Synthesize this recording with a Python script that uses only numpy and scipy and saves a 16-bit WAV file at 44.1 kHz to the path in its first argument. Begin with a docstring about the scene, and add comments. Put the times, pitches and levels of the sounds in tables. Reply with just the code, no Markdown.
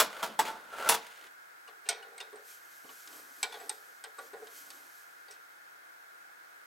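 """A steel clack opens the scene: a lathe's tailstock, unclamped, grinds along the bed between heavy clacks.
A fan hums steadily behind, made of shaped noise with a few broad resonances.
A sleeve then rubs and brushes past, as noise that swells with each movement of the arm.
Two steel chuck keys click into the jaw screws and knock in their sockets.
Each blow is a burst of filtered noise plus decaying sine modes; a short room tail follows the steel."""
import sys
import numpy as np
from scipy import signal
from scipy.fft import rfft, irfft, next_fast_len
from scipy.io import wavfile
from scipy.ndimage import uniform_filter1d, map_coordinates

SR = 44100
rng = np.random.default_rng(int(sys.argv[2]) if len(sys.argv) > 2 else 0)


def pcm_store(signal):
    """Save signal as 16-bit PCM."""
    levels = np.round(np.clip(np.atleast_2d(signal), -1, 1) * 32767)
    wavfile.write(sys.argv[1], SR, levels.astype(np.int16).T)


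N = 293688  # samples


def amp(db):
    """Decibels to gain."""
    return 10 ** (np.asarray(db) / 20)


def unit(x):
    """Scale to rms 1."""
    return x / np.sqrt(np.mean(x ** 2) + 1e-20)


def along(points, hz):
    """Read a curve of (f/Hz, value) points on a log frequency axis."""
    f, values = np.transpose(points)
    return np.interp(np.log(hz + 1), np.log(f + 1), values)


def filtered(x, response):
    """Shape x by a gain that is a function of frequency."""
    n = x.shape[-1]
    padded = next_fast_len(n + 4096)
    spectrum = rfft(x, padded) * response(np.fft.rfftfreq(padded, 1 / SR))
    return irfft(spectrum, padded)[..., :n]


def noise(colour, width, size=N):
    """Stereo noise of rms 1 with a gain by frequency and a side level by frequency."""
    def mid_side_gain(hz):
        return colour(hz) * np.array([np.ones_like(hz), amp(along(width, hz))])
    mid, side = filtered(rng.standard_normal((2, size)), mid_side_gain)
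    return unit(np.array([mid + side, mid - side]))


def rush(spectrum, width, body=np.ones_like):
    """Stereo noise with a (f/Hz, level/dB) spectrum, heard through a body."""
    return noise(lambda hz: amp(along(spectrum, hz)) * body(hz), width)


def wobble(rate):
    """A smooth random curve with rate knots a second."""
    knots = rng.standard_normal(int(N * rate / SR) + 4)
    return map_coordinates(knots, [np.arange(N) * rate / SR], order=2)


def ripple(depth_db, spacing_hz):
    """Fixed random peaks and notches of a body with many close modes; shallow in the bass."""
    hz = np.arange(0, SR / 2, 8)
    field = unit(uniform_filter1d(rng.standard_normal(len(hz)), max(int(spacing_hz / 8), 1)))
    field = np.minimum(field, 2)
    return lambda f: amp(depth_db * np.interp(f, hz, field) * f / np.hypot(f, 700))


def tone(t, hz):
    """One sine partial, a little out of phase between the two channels."""
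    return np.sin(2 * np.pi * hz * t + rng.uniform(0, 2 * np.pi) + rng.normal(0, 0.22, (2, 1)))


def stroke(start, length, attack_s, release_s, swell_db=0):
    """Gain of one movement: it sets in, rises by swell_db (falls if negative) and dies away."""
    t = np.maximum(np.arange(N) / SR - start, 0)
    to_go = np.maximum(1 - t / length, 0)
    release = np.exp(-np.maximum(t - length, 0) / release_s)
    return (1 - np.exp(-t / attack_s)) * amp(-swell_db * to_go) * release


# edges of the thump, knock, clank, clink and tick ranges: f/Hz
RANGE_EDGES = [120, 330, 650, 1800, 5500, 16000]


def in_range(f, lo, hi):
    """A soft-edged frequency range; the lowest is open downwards."""
    below = 1 if lo == RANGE_EDGES[0] else 1 + (lo / (f + 1)) ** 14
    return 1 / np.sqrt(below * (1 + (f / hi) ** 14))


# stereo width of the steel and the sleeve: f/Hz, side minus mid level/dB
STEEL_WIDTH = [(100, -16), (500, -11), (1000, -19), (2500, -9), (12000, -23.5)]


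def strikes(rows, balance_db, decay, colour, body, modes, chatter, rise_cycles, low_t60, high_t60,
            high_ring_db, high_share, dense_db, rattle_db):
    """Steel on steel: a dense ring holds briefly, then dies away with clear modes; harder is brighter."""
    t = np.arange(SR // 3) / SR
    out = np.zeros((2, N + len(t)))
    centres = np.sqrt(np.multiply(RANGE_EDGES[:-1], RANGE_EDGES[1:]))
    octaves = np.log2(centres / np.median(centres))
    # a fast random level roughens the decay like tiny rebounds
    rattle = np.pad(amp(rattle_db * wobble(330)), (0, len(t)), "edge")

    def swell(hz):
        """Low modes build up more slowly than high ones."""
        return 1 - np.exp(-t * hz / rise_cycles)

    for s, strength_db, hardness, low_hz, high_hz, ring_db, length in rows:
        levels = strength_db + np.array(balance_db) + hardness * octaves
        blow_db = lambda hz: along(np.c_[centres, levels], hz)
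        free = np.maximum(t / length - chatter, 0)  # scaled time since the faces came to rest
        hit = np.zeros((2, len(t)))

        for lo, hi, hz, t60, db in zip(RANGE_EDGES, RANGE_EDGES[1:], centres, decay, levels):
            dense_gain = lambda f: in_range(f, lo, hi) * amp(along(colour, f)) * body(f)
            band = noise(dense_gain, STEEL_WIDTH, size=len(t))
            hit += amp(db + dense_db - 60 * free / t60) * swell(hz) * band

        # the point of contact picks two modes of its own; hardness below 0 lifts the high one
        high_db = high_ring_db + high_share * ring_db - 0.5 * min(hardness, 0)
        for hz, db, t60 in (low_hz, ring_db, low_t60), (high_hz, high_db, high_t60):
            hit += amp(blow_db(hz) + db - 60 * free / t60) * swell(hz) * tone(t, hz)

        for hz, db, t60 in modes:
            mode_db = blow_db(hz) + rng.normal(0, 0.82) + db  # excited a little differently each time
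            hit += amp(mode_db - 60 * t / (t60 * length)) * swell(hz) * tone(t, hz)

        start = round(s * SR)
        out[:, start:start + len(t)] += hit * rattle[start:start + len(t)]
    return out[:, :N]


# heavy blows: t/s, relative strength level/dB, hardness [dB per octave], low ring f/Hz, high ring f/Hz,
# low ring level/dB relative to the blow, decay length factor
TAILSTOCK_BLOWS = [ (0, -23.5, 0.67, 1261, 7730, -3, 0.8), (.228, -34, -0.9, 1385, 3200, -1.5, 1.11),
                   (.29, -53.5, -5, 220, 3020, 9, 1.7), (.391, -29, -0.5, 877, 7840, 11, 0.83),
                   (.475, -46, -2.4, 887, 3360, 10.5, 2.4), (.731, -54.5, -4.5, 1360, 3260, 8, 1.3),
                   (.861, -43.5, -4, 1360, 2260, 16, .7), (.889, -26.5, 2, 455, 10360, 9.5, 1.01),
                   (.918, -33.5, 1, 827, 2660, 7, 0.85), (.942, -32.5, .5, 700, 3380, -11, 0.55)]
# pushes over the bed: start t/s, length t/s, relative grind level/dB at the end, swell on the way level/dB,
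# hiss level/dB relative to the grind, before the layer trims
BED_PUSHES = [ (0.091, 0.16, -44.5, -1, -4.5), (0.295, 0.094, -60, -5, 0), (0.436, 0.049, -36.5, 9, -1.5),
              (0.53, .2, -53.5, 2, -5.5), (0.723, 0.16, -31, 14, -6), (1.009, 0.26, -64, -4.5, 7.5)]
# level/dB of the five ranges at hardness 0
BED_BALANCE = [-18.5, -9.5, 1.5, -2.5, -2.5]
# t60 t/s of the dense ring in the five ranges, before the length factor
BED_RING_DECAY = [0.34, 0.26, 0.17, 0.18, 0.14]
# slope of the dense ring within the ranges: f/Hz, relative level/dB
BED_RING_COLOUR = [(40, -55), (85, -14), (140, -18), (200, -1), (260, -2), (340, -5.5), (450, -5.5),
                   (900, 8), (2000, 0.5), (16000, -10)]
# clear modes that every blow shares: f/Hz, level/dB relative to the blow, t60 t/s before the length factor
BED_CLEAR_MODES = [(447, 2.5, 0.19), (670, -2.5, 0.18), (877, -5, 0.077), (1083, -4, 0.047),
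                   (1480, -15, 0.11), (3400, 0.5, 0.049), (6930, -15, 0.29), (7730, -9, 0.093),
                   (10200, -41, 0.058)]
# spectrum of the low scrape: f/Hz, relative level/dB per Hz
GRIND_SPECTRUM = [(50, -37), (140, -39), (200, -14), (350, -5), (460, 7.5), (700, 3.5), (880, 8.5),
                  (1020, 1), (1450, 13), (1750, -4), (4000, -20), (6000, -50)]
# spectrum of the bright scrape: f/Hz, relative level/dB per Hz
HISS_SPECTRUM = [(1060, -31), (1800, -2), (2100, 0.5), (3840, -5.5), (5700, -11.5), (6650, -9.5),
                 (13700, -17), (16000, -17)]


def tailstock():
    """The casting clacks against its stops and grinds over the ways in between."""
    bed = ripple(depth_db=2.0, spacing_hz=36)
    grind, hiss = np.zeros((2, N))
    for s, length, db, swell_db, hiss_db in BED_PUSHES:
        push = amp(db) * stroke(s, length, attack_s=0.01, release_s=0.022, swell_db=swell_db)
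        grind = np.hypot(grind, push)
        hiss = np.hypot(hiss, amp(hiss_db) * push)

    # the faces catch and let go: about 130 slips a second, each a 4.7 ms surge of random strength
    slips = (rng.random(N) < 130 / SR) * amp(rng.normal(0, 3, N))
    surges = signal.lfilter([1], [1, -np.exp(-1 / (0.0047 * SR))], slips)
    grip = unit(1.1 + surges)
    low_scrape = amp(-1.0) * grind * rush(GRIND_SPECTRUM, STEEL_WIDTH, bed)
    bright_scrape = amp(-2.1) * hiss * rush(HISS_SPECTRUM, STEEL_WIDTH, bed)

    clacks = strikes(
        TAILSTOCK_BLOWS, BED_BALANCE, BED_RING_DECAY, BED_RING_COLOUR, bed, BED_CLEAR_MODES,
        chatter=0.0076, rise_cycles=1.0, low_t60=0.11, high_t60=0.081,
        high_ring_db=-2.5, high_share=0.24, dense_db=-0.5, rattle_db=0.75)
    return grip * (low_scrape + bright_scrape) + clacks


# reverberation time: f/Hz, t60 t/s
ROOM_DECAY = [(200, 0.43), (1000, 0.43), (4000, 0.36), (9000, 0.17)]


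def workshop(x):
    """The room's answer: a noise tail, 8 ms late, each frequency dying at its own speed."""
    hz, t, z = signal.stft(rng.standard_normal((2, SR // 2)), SR, nperseg=256)
    fade = amp(-60 * t / along(ROOM_DECAY, hz)[:, None])
    mid, side = signal.istft(z * fade, SR, nperseg=256)[1]
    tail = np.array([mid + amp(-14.5) * side, mid - amp(-5.5) * side])
    tail = np.pad(tail / np.linalg.norm(tail[0]), ((0, 0), (SR // 125, 0)))
    return signal.fftconvolve(x, tail, axes=1)[:, :N]


# spectrum of the soft rush: f/Hz, relative level/dB per Hz
FAN_SPECTRUM = [(15, -69), (25, -38), (76, -40), (206, -28), (242, -34.5), (317, -19), (373, -21),
                (416, -20), (624, -18.5), (796, -14.5), (863, -17.5), (1230, -15), (1480, -6.5),
                (2840, -25), (16000, -28)]
# duct resonances: f/Hz, width f/Hz, relative level/dB
DUCT_RESONANCES = [(1458, 295, -4), (1648, 43, -6.5), (2125, 89, -11.5)]
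# stereo width of the fan: f/Hz, side minus mid level/dB
FAN_STEREO = [(60, 6), (150, -7), (380, 5.5), (950, 7), (2380, 1), (5980, -1), (15000, -36.5)]


def fan():
    """Air hums in a few broad duct resonances over a soft rush."""
    def duct(f):
        return sum(amp(db) / (1 + ((f - hz) / width * 2) ** 2) for hz, width, db in DUCT_RESONANCES)
    # negative depth turns the ripple over: its notches are limited instead of its peaks
    air = rush(FAN_SPECTRUM, FAN_STEREO, ripple(depth_db=-1.9, spacing_hz=39.3))
    return amp(-55.5) * air + amp(-57.5) * noise(duct, FAN_STEREO)


# the arm rubs on the machine: start t/s, length t/s, level/dB before the layer trim
ARM_RUBS = [(1.208, 0.058, -65), (2.839, 0.073, -65.5), (3.055, 0.26, -66), (3.357, 0.37, -69),
            (4.163, 0.43, -70), (4.613, 0.26, -69.5)]
# sweeps of the sleeve: fastest moment t/s, bell width t/s, level/dB before the layer trim
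SLEEVE_SWEEPS = [(2.51, 0.037, -54.5), (2.93, 0.079, -61.5), (3.161, 0.27, -58.5), (3.52, 0.26, -60),
                 (4.25, 0.05, -61), (4.58, 0.045, -51.5), (4.78, 0.21, -60)]
# spectrum of the rub: f/Hz, relative level/dB per Hz
RUB_SPECTRUM = [(50, -37), (150, -22), (210, -20.5), (275, -2.5), (400, -7.5), (700, -10.5), (1200, -4.5),
                (2500, -28)]
# spectrum of the brushing cloth: f/Hz, relative level/dB per Hz
CLOTH_SPECTRUM = [(1200, -27), (2200, -2), (3100, -2), (4000, -3), (6800, 1), (9500, -4), (12000, 1.5),
                  (16000, -8.5)]


def sleeve():
    """Cloth brushes and rubs as the arm reaches over the chuck; steel faces near it colour the brush."""
    t = np.arange(N) / SR
    # each sweep speeds up and slows down in a bell
    sweeps = [amp(db) / (1 + ((t - s) / width) ** 2 / 2) for s, width, db in SLEEVE_SWEEPS]
    rubs = [amp(db) * stroke(s, length, attack_s=0.012, release_s=0.03) for s, length, db in ARM_RUBS]
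    brush = np.sqrt(sum(sweep ** 2 for sweep in sweeps))
    rub = np.sqrt(sum(one_rub ** 2 for one_rub in rubs))
    faces = ripple(depth_db=2.5, spacing_hz=122.3)
    fibres = amp(1.6 * wobble(12) + 0.52 * wobble(40) + 0.48 * wobble(520))
    brushing = amp(0.5) * brush * rush(CLOTH_SPECTRUM, STEEL_WIDTH, faces)
    rubbing = amp(4.5) * rub * rush(RUB_SPECTRUM, STEEL_WIDTH)
    return fibres * (brushing + rubbing)


# key contacts: t/s, relative strength level/dB, hardness [dB per octave], low ring f/Hz, high ring f/Hz,
# low ring level/dB relative to the blow, decay length factor
KEY_CONTACTS = [ (1.677, -54, -.3, 1160, 2853, 3, 0.9), (1.855, -55, -2, 1760, 2770, -4, 7.7),
                (1.888, -40, 5, 1441, 8350, 1.5, 1.1), (1.892, -43, 2, 689, 5720, 13, 0.85),
                (2.026, -61.5, 2, 1480, 2910, 11.5, 0.99), (2.18, -53.5, 3.5, 2170, 8260, 4.5, 0.42),
                (2.202, -45, 2, 484, 2800, 5, 0.6), (2.208, -54, 1.6, 419, 3630, 12, 1.45),
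                (2.328, -52.5, -6.5, 419, 8600, 11, 1.01), (2.357, -69, 3, 470, 8500, 8, 1.3),
                (2.845, -57.5, -7.5, 270, 2950, 16, 0.25), (2.89, -58.5, 0.3, 1130, 2970, 7, 0.86),
                (3.074, -59, 5, 1160, 3070, -3, 0.61), (3.129, -61, 3, 1150, 3060, 3, .5),
                (3.429, -37, 3, 2326, 7730, 3.5, 0.9), (3.522, -49.5, 0.5, 877, 3460, 3.5, 1.34),
                (3.541, -49, -1.2, 830, 3400, 3.5, 1.3), (3.6, -54.5, -2, 687, 7800, 6, 2.4),
                (3.694, -44.5, 4.5, 854, 8420, 10.5, 0.61), (4.039, -46, 1.5, 1546, 8400, 3.5, 0.69),
                (4.184, -47.5, -3.5, 1152, 8100, 8.5, 0.84), (4.188, -52.5, -2, 1440, 8280, 15.5, 0.69),
                (4.332, -48.5, -5.5, 413, 8200, 7.5, 0.96), (4.42, -54.5, -7.5, 447, 8300, 13.5, 0.6),
                (4.47, -55, 2, 1560, 3140, -2, 0.42), (4.703, -56, 5, 1230, 4530, -4, 0.58),
                (5.283, -56.5, -2, 447, 4630, 4, 0.85), (5.309, -68, 6.5, 470, 5600, -8, 1.9)]
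# level/dB of the five ranges at hardness 0
KEY_BALANCE = [-11.5, -6, 1, 1.5, -2.5]
# t60 t/s of the dense ring in the five ranges, before the length factor
KEY_RING_DECAY = [0.16, 0.46, 0.21, 0.12, 0.063]
# slope of the dense ring within the ranges: f/Hz, relative level/dB
KEY_RING_COLOUR = [(60, -30), (150, -22.5), (215, -14), (340, -13), (410, 16), (4500, 14), (6500, -2.5),
                   (8600, 2.5), (10500, -6), (16000, -14)]
# clear modes that every contact shares: f/Hz, level/dB relative to the blow, t60 t/s before the length factor
KEY_CLEAR_MODES = [(411, -4, 0.31), (470, -4, 0.34), (689, -9, 0.16), (1205, -15.5, 0.17), (1476, -7, 0.11),
                   (2850, -14.5, 0.15), (3550, -13, 0.18), (8000, -19, 0.1)]


def keys():
    """The square ends of the keys tap the chuck and take up the play in the screw sockets."""
    chuck = ripple(depth_db=7.0, spacing_hz=54.9)
    return strikes(
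        KEY_CONTACTS, KEY_BALANCE, KEY_RING_DECAY, KEY_RING_COLOUR, chuck, KEY_CLEAR_MODES,
        chatter=0.0017, rise_cycles=3.1, low_t60=0.12, high_t60=0.05,
        high_ring_db=2.0, high_share=0.76, dense_db=-0.9, rattle_db=1.5)


def scene():
    """The lathe close by with its room tail, the sleeve, and the fan behind."""
    steel = tailstock() + keys()
    return steel + amp(-16) * workshop(steel) + sleeve() + fan()


def record(dry):
    """Keep only what lies below a 16 kHz band limit."""
    return filtered(dry, lambda hz: hz < 16000)


dry = scene()
out = record(dry)
pcm_store(out)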